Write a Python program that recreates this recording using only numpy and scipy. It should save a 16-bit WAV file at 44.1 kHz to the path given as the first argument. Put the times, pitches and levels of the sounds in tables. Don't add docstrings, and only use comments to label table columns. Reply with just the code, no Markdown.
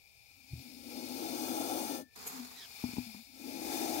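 import sys
import numpy as np
from scipy import signal
from scipy.fft import rfft, irfft
from scipy.io import wavfile

SR = 44100
rng = np.random.default_rng(int(sys.argv[2]) if len(sys.argv) > 2 else 0)


def to_wav(sig):
    pcm = np.clip(np.atleast_2d(sig), -1, 1) * 32767
    pcm = np.round(pcm).astype(np.int16)
    wavfile.write(sys.argv[1], SR, pcm.T)


N = 176400
T, HZ = np.arange(N) / SR, np.maximum(np.fft.rfftfreq(N, 1 / SR), 1)
LEAD_S = 0.00032

# t/s, relative jet level/dB, roar level/dB
BLOWS = [
    [(0.3, -74, -117), (0.6, -84, -66.5), (0.8, -71, -60), (0.92, -60, -49), (1.2, -52.5, -43),
     (1.5, -45, -40), (1.78, -45, -38.5), (1.96, -46.5, -42), (2.015, -56.5, -44), (2.045, -73, -68),
     (2.09, -90, -102)],
    [(3.27, -93, -93), (3.38, -63.5, -59.5), (3.47, -58.5, -46.5), (3.63, -52.5, -43), (3.74, -44, -39.5),
     (3.88, -46, -38), (4.0, -45.5, -39.5)],
]
# f/Hz, level/dB
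FIRST_JET_COLOUR = [(1000, -3), (1170, -6.5), (1400, -7.5), (1850, -13.5), (2350, -8.5), (3000, -12.5),
                    (3600, -7.5), (5000, -5), (7000, -7), (12000, -8.5), (15500, -4)]
SECOND_JET_COLOUR = [(1000, -6), (1400, -13), (1850, -8), (2350, -7.5), (3000, -18), (3600, -6),
                     (5000, -3.5), (7000, -7), (9000, -9.5), (15500, -7)]
# f/Hz, left over right/dB
HISS_PAN = [(1300, -4), (1800, -1), (2400, 16.5), (3200, 8), (4300, 7.5), (5300, 10.5), (6800, 11.5),
            (8500, 11.5), (12000, 14), (15500, 8.5)]
# f/Hz, width/Hz, lift/dB
HOLLOWS = [(1336, 70, 14.5), (1635, 160, 6.5), (2202, 41, 6), (2480, 74, 8.5), (2890, 110, 5.5),
           (3245, 56, 7), (3605, 91, 7), (4340, 80, 7), (4880, 89, 7.5), (5165, 140, 7.5), (5580, 150, 4),
           (6250, 90, 8), (6427, 150, 1.5), (8800, 250, 5)]
# t/s, level/dB
SOFT_LEVEL = [(0, -67.5), (0.42, -64.5), (0.6, -56), (0.8, -57), (0.92, -52), (1.3, -48.5), (1.98, -72),
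              (2.06, -75), (2.11, -71), (2.2, -57.5), (2.68, -55.5), (2.8, -51.5), (2.98, -51), (3.18, -56),
              (3.3, -61), (3.5, -52), (4.0, -50.5)]
AIRWAY_LEVEL = [(0, -70.5), (0.45, -66.5), (0.6, -63.5), (0.8, -73), (0.92, -60), (1.2, -82), (1.95, -64),
                (2.05, -88), (2.12, -73), (2.68, -69), (2.8, -58), (3.0, -59.5), (3.2, -65.5),
                (3.32, -69.5), (3.5, -59.5), (4.0, -57)]
# f/Hz, level/dB
SOFT_COLOUR = [(500, -16), (690, -5.5), (830, -2), (1100, -25.5), (1850, -16.5), (2200, -6.5), (2550, -10),
               (2950, -14), (3500, -10), (4100, -7), (4900, -5), (5900, -13.5), (7200, -12.5), (9000, -12),
               (12000, -13.5), (15500, -11.5)]
# f/Hz, base width/Hz, relative level/dB, growth/(dB per dB), left over right/dB, left lead/rad
ROAR_RESONANCES = [(257.6, 49, -6.5, 0.47, 11, 1), (318.8, 62, -3.5, 1.53, 9, 1.2),
                   (493, 234, -10.5, 0.94, 9, 1.14), (738, 187, -7.5, 2.7, 11.5, 0.37),
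                   (829, 59, -12, 1.36, 2, 1.95)]
# f/Hz, level/dB
RUMBLE_COLOUR = [(30, -23), (70, -3), (120, -1.5), (200, 0), (300, -59), (600, -42)]
# t/s, level/dB
WHISTLE_LEVEL = [(1.82, -82), (1.93, -66.5), (2.06, -72), (2.16, -82)]
# t/s, strength/dB, contact time/s
KNOCKS = [(2.839, -24, 0.0011), (2.888, -37, 0.0013), (2.934, -35.5, 0.0013), (2.968, -36.5, 0.00023),
          (2.982, -24, 0.0012), (3.146, -43.5, 0.00049)]
# f/Hz, level/dB, time to fade by 60 dB/s
TUB_NOTES = [(81, -28, 0.13), (120, -24.5, 0.29), (232, -26, 0.14), (248.3, -6.5, 0.15),
             (285, -10.5, 0.074), (405, -16, 0.038), (664, -28, 0.17), (843, -8.5, 0.045),
             (936, -9.5, 0.046), (1330, -47, .04)]
# t/s, level/dB
SCRAPE_LEVEL = [(2.154, -65), (2.16, -53.5), (2.18, -55.5), (2.255, -51.5), (2.276, -44.5), (2.295, -49.5),
                (2.35, -49.5), (2.42, -54), (2.53, -59), (2.65, -63.5), (2.67, -61.5), (2.71, -64),
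                (2.83, -60), (2.94, -58.5), (3.05, -69), (3.2, -67)]
# t/s, level/dB, rise/s, decay/s
SNAGS = [(2.161, -53, 0.00045, 0.0042), (2.274, -40, 0.0057, 0.016), (2.321, -54, .001, .003)]
# f/Hz, level/dB
SCRAPE_COLOUR = [(120, -14.5), (250, -3), (340, -15.5), (430, -3), (570, -18.5), (740, -6), (1300, -9),
                 (1850, -14), (2450, -12), (3100, -19.5), (3700, -10.5), (4800, -12), (6000, -16),
                 (7000, -11), (8500, -18), (15500, -17)]
SNAG_COLOUR = [(400, -5), (2500, 26), (5000, 0), (7000, 34), (9000, 23), (13000, 36.5), (15500, -7)]
# t/s, level/dB, f/Hz
GROAN = [(2.3, -80, 256), (2.345, -53, 255), (2.38, -57, 258.6), (2.405, -45, 252), (2.445, -50, 246),
         (2.47, -62.5, 247.6), (2.55, -66.5, 252.7), (2.6, -77, 254), (3.04, -99, 240), (3.07, -46, 228.3),
         (3.13, -65, 215), (3.165, -54, 200), (3.2, -56.5, 232.5), (3.23, -68, 245)]
# t/s, ridge rate/Hz, level/dB
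ZIP = [(2.53, 1860, -70), (2.58, 1940, -54), (2.62, 1770, -53), (2.65, 1660, -53), (2.675, 1200, -76)]
# t/s, level/dB
BUMP_LEVEL = [(0.495, -78), (0.52, -51), (0.536, -36), (0.549, -49), (0.6, -49), (0.625, -79)]
# f/Hz, relative level/dB
BUMP_NOTES = [(120, 0.5), (80.7, -3), (314, -18.5)]
# f/Hz, relative level/dB
ROOM_COLOUR = [(25, -6), (50, 9), (75, 14.5), (130, 7.5), (200, -5), (270, -14), (400, -2.5), (750, -9.5),
               (1100, -15.5), (4000, -81), (15500, -83)]


def hiss():
    stereo = pan(by_hz(HISS_PAN)) * left_lead()
    hollows_db = sum(db * bell(hz, width) for hz, width, db in HOLLOWS)
    cavity = undb(hollows_db) * stereo * above(1000)
    jet = 0
    for blow, colour in zip(BLOWS, (FIRST_JET_COLOUR, SECOND_JET_COLOUR)):
        air = shape(noise(shared=0.47), cavity * echoes() * undb(by_hz(colour)))
        jet += air * undb(curve(blow))
    soft_colour = undb(by_hz(SOFT_COLOUR) + hollows_db) * above(600)
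    soft = shape(noise(shared=0.47), stereo * echoes() * soft_colour) * undb(curve(SOFT_LEVEL))
    airway = shape(noise(shared=0.91), stereo * bell(hz=2403, width=260)) * undb(curve(AIRWAY_LEVEL))
    return jet * undb(2.5 + 0.5 * wander(rate_hz=22)) + soft + airway


def roar():
    full_db = -38.5
    blow_db = np.max([curve(blow, col=2) for blow in BLOWS], axis=0)
    effort_db = blow_db - full_db + 0.5 * wander(rate_hz=60)
    rumble = shape(noise(shared=0.53), undb(by_hz(RUMBLE_COLOUR)) * pan(-1.5))
    sound = rumble * undb(-25 + 0.38 * effort_db)
    for hz, width, db, growth, pan_db, lead_rad in ROAR_RESONANCES:
        stereo = pan(pan_db) * np.exp(np.array([[.5j], [-.5j]]) * lead_rad)
        band = shape(noise(shared=1), bell(hz, 1.187 * width) ** 1.17 * stereo)
        sound += band * undb(db + growth * effort_db)
    return sound * undb(full_db)


def whistle():
    sag_hz_per_s = 110
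    hz = (1790 - sag_hz_per_s * (T - 1.93)) * (1 + .006 * wander(rate_hz=80))
    return tone(hz) * undb(curve(WHISTLE_LEVEL)) * pan(12)


def knocks():
    push = np.zeros(N)
    for start, db, contact in KNOCKS:
        pulse = np.sin(np.pi * np.clip((T - start) / contact, 0, 1))
        push += undb(db) * pulse / pulse.sum()
    t = np.maximum(T[:SR] - np.array([[0], [LEAD_S]]), 0)
    ring = 0
    for hz, db, fade_s in TUB_NOTES:
        pan_db = 12.5 * min(hz / 247, 247 / hz) ** 2
        ring += undb(db - 60 * t / fade_s) * np.sin(2 * np.pi * hz * t) * pan(pan_db)
    booms = signal.fftconvolve(push[None], ring, axes=1)[:, :N]
    return signal.sosfilt(signal.butter(4, 74.2, "high", fs=SR, output="sos"), booms)


def scrape():
    clicks_per_s = 1200
    sizes = undb(0.5 * np.minimum(rng.exponential(size=N), 5))
    clicks = unit((rng.random(N) < clicks_per_s / SR) * sizes * rng.choice([-1, 1], N))
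    stereo = echoes() * left_lead()
    rub = shape(clicks + 2.06 * noise(shared=0), undb(by_hz(SCRAPE_COLOUR)) * stereo * above(76))
    rub *= undb(curve(SCRAPE_LEVEL) + 2.15 * wander(rate_hz=53))
    snag_gain = sum(undb(db) * np.exp(-np.maximum((T - peak) / decay, (peak - T) / rise))
                    for peak, db, rise, decay in SNAGS)
    snag_noise = shape(noise(shared=0.15), undb(by_hz(SNAG_COLOUR)) * stereo * above(300))
    return rub + snag_gain * snag_noise


def groan():
    times, _, pitch = np.array(GROAN).T
    hz = np.interp(T, times, pitch) * (1 + 0.029 * wander(rate_hz=35))
    return tone(hz) * undb(curve(GROAN) + 1.66 * wander(rate_hz=30)) * pan(10.5)


def scale_zip():
    times, ridge_hz, _ = np.array(ZIP).T
    hz = np.interp(T, times, ridge_hz) * (1 + .07 * wander(rate_hz=693))
    buzz = sum(undb(db) * tone(harmonic * hz) for harmonic, db in enumerate([-9, 0, -5, -12], 1))
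    return shape(buzz, echoes() * pan(-4)) * undb(curve(ZIP, col=2))


def bump():
    ring = sum(undb(db) * tone(hz * (1 + 0.065 * wander(rate_hz=32))) for hz, db in BUMP_NOTES)
    return unit(ring) * undb(curve(BUMP_LEVEL)) * pan(3)


def room():
    return shape(noise(shared=0.23), undb(by_hz(ROOM_COLOUR))) * undb(-74)


def undb(db):
    return 10 ** (np.asarray(db) / 20)


def unit(x):
    return x / np.std(np.atleast_2d(x).mean(0))


def curve(rows, col=1):
    rows = np.array(rows)
    return np.interp(T, rows[:, 0], rows[:, col], left=-140, right=-140)


def by_hz(points):
    hz, values = np.array(points).T
    return np.interp(np.log(HZ), np.log(hz), values)


def bell(hz, width):
    return 1 / (1 + ((HZ ** 2 - hz ** 2) / (HZ * width)) ** 2)


def above(hz):
    return 1 / np.sqrt(1 + (hz / HZ) ** 12)


def shape(x, gain):
    return unit(irfft(rfft(x) * gain, N))


def pan(db):
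    return undb(np.array([[1], [-1]]) * db / 2)


def left_lead():
    return np.exp(1j * np.pi * np.array([[1], [-1]]) * HZ * LEAD_S)


def echoes():
    decay_s = .006
    tail = rng.standard_normal((2, N)) * np.exp(-T / decay_s)
    tail /= np.sqrt((tail ** 2).sum(1, keepdims=True))
    share = undb(-3) * above(3000)
    return (1 + share * rfft(tail)) / np.sqrt(1 + share ** 2)


def noise(shared):
    draws = rng.standard_normal((3, N))
    return np.sqrt(shared) * draws[2] + np.sqrt(1 - shared) * draws[:2]


def wander(rate_hz):
    return shape(rng.standard_normal(N), 1 / (1 + (HZ / rate_hz) ** 4))


def tone(hz):
    return np.sqrt(2) * np.sin(2 * np.pi * np.cumsum(hz) / SR)


def scene():
    background = room()
    snake = hiss() + roar() + whistle()
    stick = scrape() + groan() + scale_zip() + knocks()
    return snake + stick + bump() + background


def record(dry):
    return signal.sosfilt(signal.ellip(12, .1, 70, 15750, fs=SR, output="sos"), dry)


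dry = scene()
out = record(dry)
to_wav(out)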